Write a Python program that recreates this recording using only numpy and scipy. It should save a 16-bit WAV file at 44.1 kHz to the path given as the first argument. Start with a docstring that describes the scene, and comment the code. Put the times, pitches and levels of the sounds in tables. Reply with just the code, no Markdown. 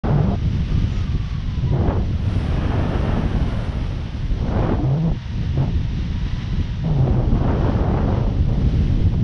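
"""Low wind buffets the microphone of a camera fixed to a hang glider that skims a hillside.
Large eddies push and thump on it; in gusts the flow tears off the housing with a rough roar,
or locks into a low flutter, and now and then a hollow of the mount hoots.
Farther off, air rushes steadily over sail and frame, the rigging wires whistle faintly with
the airspeed, and wires and tubes swish through one turn."""
import sys
import numpy as np
from scipy import signal
from scipy.fft import rfft, irfft
from scipy.io import wavfile
from scipy.ndimage import uniform_filter1d

SR = 44100
rng = np.random.default_rng(int(sys.argv[2]) if len(sys.argv) > 2 else 0)


def generate_wav(signal):
    """Clip the signal to [-1, 1] and save it as 16-bit WAV at the path in sys.argv[1]."""
    frames = np.transpose(np.atleast_2d(signal))
    scaled = np.clip(frames, -1, 1) * 32767
    pcm = np.round(scaled).astype(np.int16)
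    wavfile.write(sys.argv[1], SR, pcm)


N = 407043
TIME = np.arange(N) / SR


def undb(db):
    """Decibels to gain."""
    return 10 ** (np.asarray(db) / 20)


def unit(x):
    """Scale to rms 1."""
    return x / np.sqrt(np.mean(x ** 2))


def curves(rows):
    """Each column of a table, joined by straight lines in time."""
    times, *columns = np.transpose(rows)
    return [np.interp(TIME, times, column) for column in columns]


def during(start_s, end_s, attack_s, release_s):
    """1 from start to end, with a straight attack before and release after."""
    return np.clip(np.minimum((TIME - start_s) / attack_s, (end_s - TIME) / release_s) + 1, 0, 1)


def bell(centre_s, length_s):
    """A bell curve in time with a peak of 1."""
    return np.exp(-(2 * (TIME - centre_s) / length_s) ** 2)


def swells(rows):
    """Summed gain of bell-shaped swells, one per (time [s], length [s], level [dB]) row."""
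    return sum(undb(db) * bell(centre_s, length_s) for centre_s, length_s, db in rows)


def noise(colour):
    """Noise of rms 1 with the given spectrum, falling steeply past its last point."""
    hz, db = np.transpose(colour)
    bin_hz = np.maximum(np.arange(N // 2 + 1) * SR / N, 1)
    gain = undb(np.interp(np.log(bin_hz), np.log(hz), db))
    rolloff = np.minimum(hz[-1] / bin_hz, 1) ** 6
    return unit(irfft(rfft(rng.standard_normal(N)) * gain * rolloff, N))


def walk(rate_hz):
    """Random levels held 1 / rate_hz seconds and smoothed twice; rms 1."""
    hold = max(int(SR / rate_hz), 1)
    steps = np.repeat(rng.standard_normal(N // hold + 1), hold)
    return unit(uniform_filter1d(uniform_filter1d(steps, hold), hold)[:N])


def even(x, span_s):
    """Hold the rms at 1 over spans of the given length; faster throbs remain."""
    return x / np.sqrt(uniform_filter1d(x ** 2, max(int(span_s * SR), 2)) + 1e-9)


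def lowpass(x, hz):
    """Second-order low-pass."""
    return signal.sosfilt(signal.butter(2, hz, fs=SR, output="sos"), x)


def aeolian(hz, width_hz):
    """The tone of a wire or edge in uneven air: a narrow band of noise around a moving pitch."""
    drift = lowpass(rng.standard_normal(N) + 1j * rng.standard_normal(N), width_hz / 2)
    return unit(np.real(drift * np.exp(2j * np.pi * np.cumsum(hz) / SR)))


# Air over the wing, behind everything else: (time [s], relative level [dB])
RUSH_LEVELS = [(0.06, -52.5), (0.3, -53), (0.72, -49.5), (0.98, -49), (1.1, -51), (1.58, -51), (1.8, -54),
               (2.12, -52.5), (2.4, -49.5), (3.3, -50.5), (4.6, -52.5), (4.83, -55), (5.08, -54),
               (5.2, -52.5), (5.42, -51), (5.7, -52), (6.4, -49), (6.9, -52.5), (7.35, -54.5),
               (7.72, -51.5), (7.92, -55), (8.15, -52.5), (8.5, -53.5), (8.72, -50), (8.95, -51),
               (9.12, -54)]
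# Spectra of that rush and of the hiss off the sharp edges: (frequency [Hz], level [dB])
RUSH_SPECTRUM = [(200, -1.5), (700, 2), (1400, 1), (2050, 1.5), (2400, -0.5), (3000, 2.5), (3900, -2.5),
                 (4400, -5.5), (5800, -8), (6400, -16.5), (7100, -27.5), (8200, -31.5)]
EDGE_SPECTRUM = [(5000, -10.5), (7000, -3), (8100, -4), (9000, 2.5), (9900, 0), (11000, -10), (13000, -22)]
# Swells of the edge hiss: (time [s], length [s], level [dB])
HISS_SWELLS = [(.85, 0.99, -74.5), (2.39, 0.29, -65.5), (3.1, 1.66, -66.5), (3.6, .36, -71),
               (4.25, 0.83, -78.5), (8.83, 0.98, -72.5)]


def rush():
    """Air rushes over sail and frame; a thin hiss off the edges follows it and swells at times."""
    usual_rush_db, edge_db, edge_db_per_db = -51.5, -82, 1.8
    rush_db, = curves(RUSH_LEVELS)
    grain = undb(0.47 * walk(200) + 0.5 * walk(19))
    sail = noise(RUSH_SPECTRUM) * undb(rush_db + 8)
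    following = undb(edge_db + edge_db_per_db * (rush_db - usual_rush_db))
    edge_gain = np.hypot(following, swells(HISS_SWELLS))
    edges = noise(EDGE_SPECTRUM) * edge_gain * undb(0.8 * walk(60))
    return grain * (sail + edges)


def piping():
    """A sharp edge sings once, high, thin and sagging, with a weaker second tone above."""
    centre_s, length_s, centre_hz, sag_hz_per_s = 0.96, 0.15, 5800, 2600
    hz = centre_hz - sag_hz_per_s * np.clip(TIME - centre_s, -length_s, length_s)
    tones = aeolian(hz, width_hz=330) + undb(-9) * aeolian(1.17 * hz, width_hz=300)
    return tones * undb(-55.5) * bell(centre_s, length_s)


# Pitch of the rigging, rising and falling with the airspeed: (time [s], pitch [Hz])
RIGGING_PITCH = [(.42, 1227), (.64, 1073), (.72, 1234), (.78, 1170), (.92, 1300), (1.03, 1220), (1.1, 1157),
                 (1.35, 1142), (1.5, 1032), (1.68, 985), (2.15, 866), (2.7, 1262), (3.1, 1314),
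                 (3.35, 1110), (3.65, 958), (4.3, 835), (5.1, 941), (5.75, 937), (6.2, 956), (6.5, 1008),
                 (6.75, 956), (7.3, 893)]
# Overtones of a singing wire: (pitch [ratio], relative level [dB])
WHISTLE_OVERTONES = [(1.98, 0), (2.99, -7), (3.87, -1)]
# A wire sings, some way from the microphone: (start [s], end [s], tone [dB], overtones [dB])
WHISTLE_SPELLS = [(.38, .43, -53, -70), (0.713, .83, -49.5, -63), (.92, 1.6, -51, -71),
                  (1.687, 1.712, -44, -54), (5.15, 5.58, -54.5, -58), (5.719, 6.1, -57.5, -56),
                  (6.16, 6.554, -52, -55), (6.609, 7.0, -55, -56.5)]


def whistle():
    """In straight flight a wire whistles in patches, at a pitch set by the airspeed."""
    fade_s = 0.054
    hz = curves(RIGGING_PITCH)[0] * (1 + 0.0046 * walk(12))
    tone = even(aeolian(hz, width_hz=44), span_s=0.049) * undb(0.5 * walk(11))
    overtones = sum(undb(db) * aeolian(ratio * hz, width_hz=20 * ratio ** 2)
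                    for ratio, db in WHISTLE_OVERTONES)
    return sum(during(start_s, end_s, fade_s, fade_s) * (undb(tone_db) * tone + undb(over_db) * overtones)
               for start_s, end_s, tone_db, over_db in WHISTLE_SPELLS)


def crossflow():
    """Gain of the air that crosses wires and tubes in the turn; it grows with the airspeed."""
    reference_hz, db_per_octave = 1348, 15
    wire_hz, = curves(RIGGING_PITCH)
    turn = during(start_s=2.515, end_s=3.62, attack_s=0.54, release_s=0.95)
    return turn * undb(-41 + db_per_octave * np.log2(wire_hz / reference_hz))


# Wires of different gauge around the microphone: (pitch [ratio], relative level [dB])
WIRE_GAUGES = [(.68, -7), (1, -4.5), (1.39, -6), (2.1, -11)]
# Spectrum of air across the frame tubes: (frequency [Hz], level [dB])
TUBE_SPECTRUM = [(200, -15), (400, -2.5), (620, -1.5), (1000, -7), (1500, -11), (2300, -19), (3200, -20.5),
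                 (5000, -61)]


def swish(cross_gain):
    """In the turn, air crosses wires and frame tubes with a broad swish."""
    hz, = curves(RIGGING_PITCH)
    wires = sum(undb(db) * aeolian(ratio * hz, width_hz=65 * ratio) for ratio, db in WIRE_GAUGES)
    tubes = noise(TUBE_SPECTRUM) * undb(10 + 1.55 * walk(45))
    return (wires + tubes) * cross_gain


# Hoots beside the microphone: (time [s], length [s], start pitch [Hz], end pitch [Hz], level [dB])
MOUNT_HOOTS = [(0.332, 0.056, 685, 713, -33), (1.791, 0.18, 373.4, 319, -29.5),
               (4.792, 0.08, 700, 706, -34), (4.828, 0.086, 278.6, 335, -24.5),
               (7.091, 0.064, 382, 357, -29.5), (7.18, 0.079, 340, 362, -29)]


def hoots():
    """Air catches a hollow of the mount for a moment and sounds a short gliding note."""
    notes = 0
    for centre_s, length_s, start_hz, end_hz, db in MOUNT_HOOTS:
        progress = np.clip((TIME - centre_s) / length_s + 0.5, 0, 1)
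        hz = (start_hz + (end_hz - start_hz) * progress) * (1 + 0.028 * walk(250))
        tone = unit(np.sin(2 * np.pi * np.cumsum(hz) / SR))
        notes += undb(db) * np.sin(np.pi * progress) * tone
    return notes


# Regular vortex shedding off the housing, right at the microphone:
# (start [s], end [s], level at the strongest rate [dB], scatter between vortices [dB])
SHEDDING_SPELLS = [(0.129, 0.33, -16, 3.5), (1.736, 1.787, -16, -3), (4.846, 5.092, -16, 1),
                   (5.575, 5.635, -20, 3.5), (6.858, 7.065, -16, 1), (7.09, 7.243, -21.5, 5.5)]
# Glide of the shedding: (time [s], rate [Hz])
SHEDDING_RATE = [(.11, 140.6), (.21, 148.1), (.26, 190), (.35, 203.6), (1.74, 142.6), (1.79, 119),
                 (4.85, 126), (4.91, 130.3), (4.98, 160.9), (5.06, 159), (5.11, 160.2), (5.6, 134.1),
                 (6.84, 156.1), (6.87, 174.7), (6.904, 153.5), (6.94, 150.1), (6.98, 130.4), (7.066, 130.5),
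                 (7.1, 123.2), (7.24, 118.8)]


def flutter():
    """Vortices leave the housing in step: a rough low tone, its cycle and how firmly it is locked."""
    strongest_hz, loss_db_per_octave, fade_s, rasp_db = 137.4, 12.5, 0.027, -13.5
    hz, = curves(SHEDDING_RATE)
    phase = 2 * np.pi * np.cumsum(hz * (1 + 0.032 * walk(90))) / SR
    # no two vortices break up alike, which smears the upper overtones
    breakup = phase + 0.13 * walk(200)
    rasp = sum(np.cos(k * breakup) / k for k in range(2, 7))
    wave = unit(np.cos(phase) + rasp * undb(rasp_db + 2.8 * np.tanh(walk(50))))
    gates = np.array([during(start_s, end_s, fade_s, fade_s) for start_s, end_s, *_ in SHEDDING_SPELLS])
    level_db, scatter_db = np.transpose(SHEDDING_SPELLS)[2:]
    uneven_db = (scatter_db @ gates) * np.tanh(walk(70))
    loss_db = loss_db_per_octave * np.abs(np.log2(hz / strongest_hz))
    gain = (undb(level_db) @ gates) * undb(uneven_db - loss_db)
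    return gain * wave, np.cos(breakup), gates.sum(axis=0)


# Gusts on the housing:
# (start [s], end [s], attack [s], release [s], first strength [dB], last strength [dB])
HOUSING_GUSTS = [(0.038, 0.356, 0.004, 0.006, -27.5, -35), (1.733, 1.955, 0.032, 0.19, -33, -31),
                 (4.57, 4.741, 0.32, 0.092, -28, -28.5), (4.78, 4.988, 0.04, 0.019, -36, -36.5),
                 (5.035, 5.1, .03, .008, -38.5, -37), (5.577, 5.645, 0.022, 0.12, -33.5, -34),
                 (6.848, 6.927, .016, 0.034, -37, -35.5), (6.968, 7.202, 0.04, 0.18, -35.5, -33.5),
                 (7.493, 8.208, 0.56, 0.33, -29.5, -31.5), (8.496, 8.995, 0.064, .05, -36.5, -63)]
# Short surges of torn flow: (time [s], length [s], strength [dB])
TORN_SURGES = [(1.635, 0.035, -43), (1.9, 0.071, -28.5), (2.76, 0.19, -35), (3.0, 0.3, -35.5),
               (3.18, 0.068, -34.5), (4.6, 0.19, -40), (4.696, 0.014, -31.5), (4.721, .014, -31),
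               (5.119, .01, -34), (5.61, 0.06, -38), (7.077, 0.015, -30.5), (7.153, 0.013, -35),
               (7.361, 0.019, -31), (7.51, 0.093, -34), (7.68, 0.046, -31.5), (7.98, 0.15, -32.5),
               (8.622, .016, -36), (9.138, .03, -36)]


def tearing():
    """Gain of the torn flow: each gust sets in, grows or sags, and tapers; all add in power."""
    gains = []
    for start_s, end_s, attack_s, release_s, first_db, last_db in HOUSING_GUSTS:
        strength_db = np.interp(TIME, [start_s, end_s], [first_db, last_db])
        gains.append(during(start_s, end_s, attack_s, release_s) ** 2 * undb(strength_db))
    return np.linalg.norm(gains + [swells(TORN_SURGES)], axis=0)


# Spectrum of torn flow, heard from the housing itself: (frequency [Hz], level [dB])
ROAR_SPECTRUM = [(150, -1.5), (330, 1), (520, -1), (750, -3.5), (1000, -7.5), (1500, -14), (2200, -23.5),
                 (3500, -33), (6000, -61.5)]


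def roar(push, tear_gain):
    """Torn flow bursts on each push of air; stronger gusts tear finer and sound brighter."""
    dull_below_db, brightening_span_db, coarse_hz = -38, 11, 1200
    bursts = undb(2.2 * np.clip(push, -2, 2) + 1.1 * walk(120))
    torn = even(noise(ROAR_SPECTRUM) * bursts, span_s=0.28)
    tear_db = 20 * np.log10(tear_gain + 1e-9)
    brightness = np.clip((tear_db - dull_below_db) / brightening_span_db, 0, 1.3)
    coarse = signal.sosfiltfilt(signal.butter(2, coarse_hz, fs=SR, output="sos"), torn)
    return tear_gain * undb(4.5) * (coarse + brightness * (torn - coarse))


# Spectra of large and small eddies on the microphone: (frequency [Hz], level [dB])
LARGE_EDDY_SPECTRUM = [(10, -24), (25, -1.5), (45, 0.5), (85, 0), (130, -3), (200, -11), (300, -26),
                       (500, -47), (1000, -99)]
SMALL_EDDY_SPECTRUM = [(80, -8.5), (160, 2), (230, 3), (330, -3.5), (480, -11), (800, -21.5), (2000, -42.5)]
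# Direct hits on the microphone: (time [s], length [s], level [dB])
EDDY_HITS = [(.095, 0.027, -19), (0.48, 0.024, -18), (0.725, 0.031, -24), (0.78, 0.023, -14),
             (0.83, .035, -24), (1.153, 0.03, -13), (1.645, 0.051, -15.5), (1.977, .014, -19),
             (2.11, .018, -17.5), (2.327, 0.014, -17), (2.538, 0.025, -14), (3.422, 0.047, -16),
             (3.822, 0.027, -17), (4.317, 0.039, -19), (4.747, 0.019, -18), (5.122, 0.026, -18),
             (5.153, .012, -22), (5.388, 0.022, -36), (5.76, .04, -15), (5.99, 0.047, -24),
             (6.159, 0.028, -22), (6.268, 0.031, -23), (6.543, 0.046, -17), (6.604, 0.028, -13),
             (7.34, 0.085, -15.5), (8.412, 0.022, -14), (8.484, 0.0098, -16), (9.006, 0.019, -12),
             (9.055, 0.032, -16)]


def thumps():
    """A strong eddy hits the microphone squarely: a short, dull swell of pressure."""
    eddies = noise(LARGE_EDDY_SPECTRUM) + undb(-14.5) * noise(SMALL_EDDY_SPECTRUM)
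    return swells(EDDY_HITS) * even(lowpass(eddies, hz=400), span_s=0.0092)


# Turbulence right on the microphone: (time [s], relative level [dB])
TURBULENCE = [(0.06, -22), (0.89, -21.5), (1.2, -25.5), (1.48, -25), (1.88, -20), (1.93, -22.5),
              (3.45, -22), (3.5, -24), (4.11, -26.5), (4.42, -23), (4.74, -22.5), (5.02, -34),
              (5.12, -19.5), (5.2, -34), (5.38, -23), (6.8, -26.5), (6.95, -22), (7.17, -20.5),
              (8.56, -20.5), (8.62, -18.5), (9.15, -19.5)]
# Passing pockets of air, nearly all smoother: (time [s], length [s], change of turbulence [dB])
AIR_POCKETS = [(0.39, .07, -3), (0.65, 0.049, -2), (1.297, 0.023, -8), (3.73, 0.046, -1.5),
               (4.094, .1, -4.5), (6.741, 0.13, 0.5)]


def buffet(pressure, lock, tear_gain, cross_gain):
    """Large eddies push on the microphone and break into small ones, more in gusts and in the turn."""
    usual_turbulence_db, small_db, small_db_per_db = -22, -34, 1.82
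    gust_stir_db, turn_stir_db = 2, 14.5
    pockets_db = sum(db * bell(centre_s, length_s) for centre_s, length_s, db in AIR_POCKETS)
    turbulence_db = curves(TURBULENCE)[0] + pockets_db
    large = pressure * undb(turbulence_db + 2.5)
    broken = undb(small_db + small_db_per_db * (turbulence_db - usual_turbulence_db))
    stirred = np.hypot(undb(gust_stir_db) * tear_gain, undb(turn_stir_db) * cross_gain)
    puffs = noise(SMALL_EDDY_SPECTRUM) * undb(1.8 * walk(40) + 2.9 * np.abs(pressure))
    small = even(puffs, span_s=0.15) * np.hypot(broken, stirred)
    # both weaken slightly while the shedding is regular
    return large * undb(-0.5 * lock) + small * undb(-1 * lock)


def scene():
    """One microphone on the glider: wind right on it, wing and rigging farther off."""
    clumps = noise(LARGE_EDDY_SPECTRUM) * undb(1.2 * walk(50))  # eddies arrive unevenly
    pressure = even(clumps, span_s=0.15)
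    flutter_tone, cycle, lock = flutter()
    tear_gain, cross_gain = tearing(), crossflow()
    push = lock * cycle + (1 - lock) * pressure  # locked flow pulses with the shedding
    eddies = buffet(pressure, lock, tear_gain, cross_gain) + thumps()
    housing = flutter_tone + hoots() + roar(push, tear_gain)
    glider = rush() + whistle() + swish(cross_gain) + piping()
    return (eddies + housing + glider)[None]


def record(dry):
    """The camera's microphone opens quickly, rounds the strongest pushes and cuts the top."""
    start_s, fade_s, ceiling, top_hz = 0.035, 0.004, 0.74, 13200
    fade_in = np.clip((TIME - start_s) / fade_s, 0, 1)
    rounded = ceiling * np.tanh(dry * fade_in / ceiling)
    return signal.sosfilt(signal.ellip(8, 0.2, 70, top_hz, fs=SR, output="sos"), rounded)


dry = scene()
out = record(dry)
generate_wav(out)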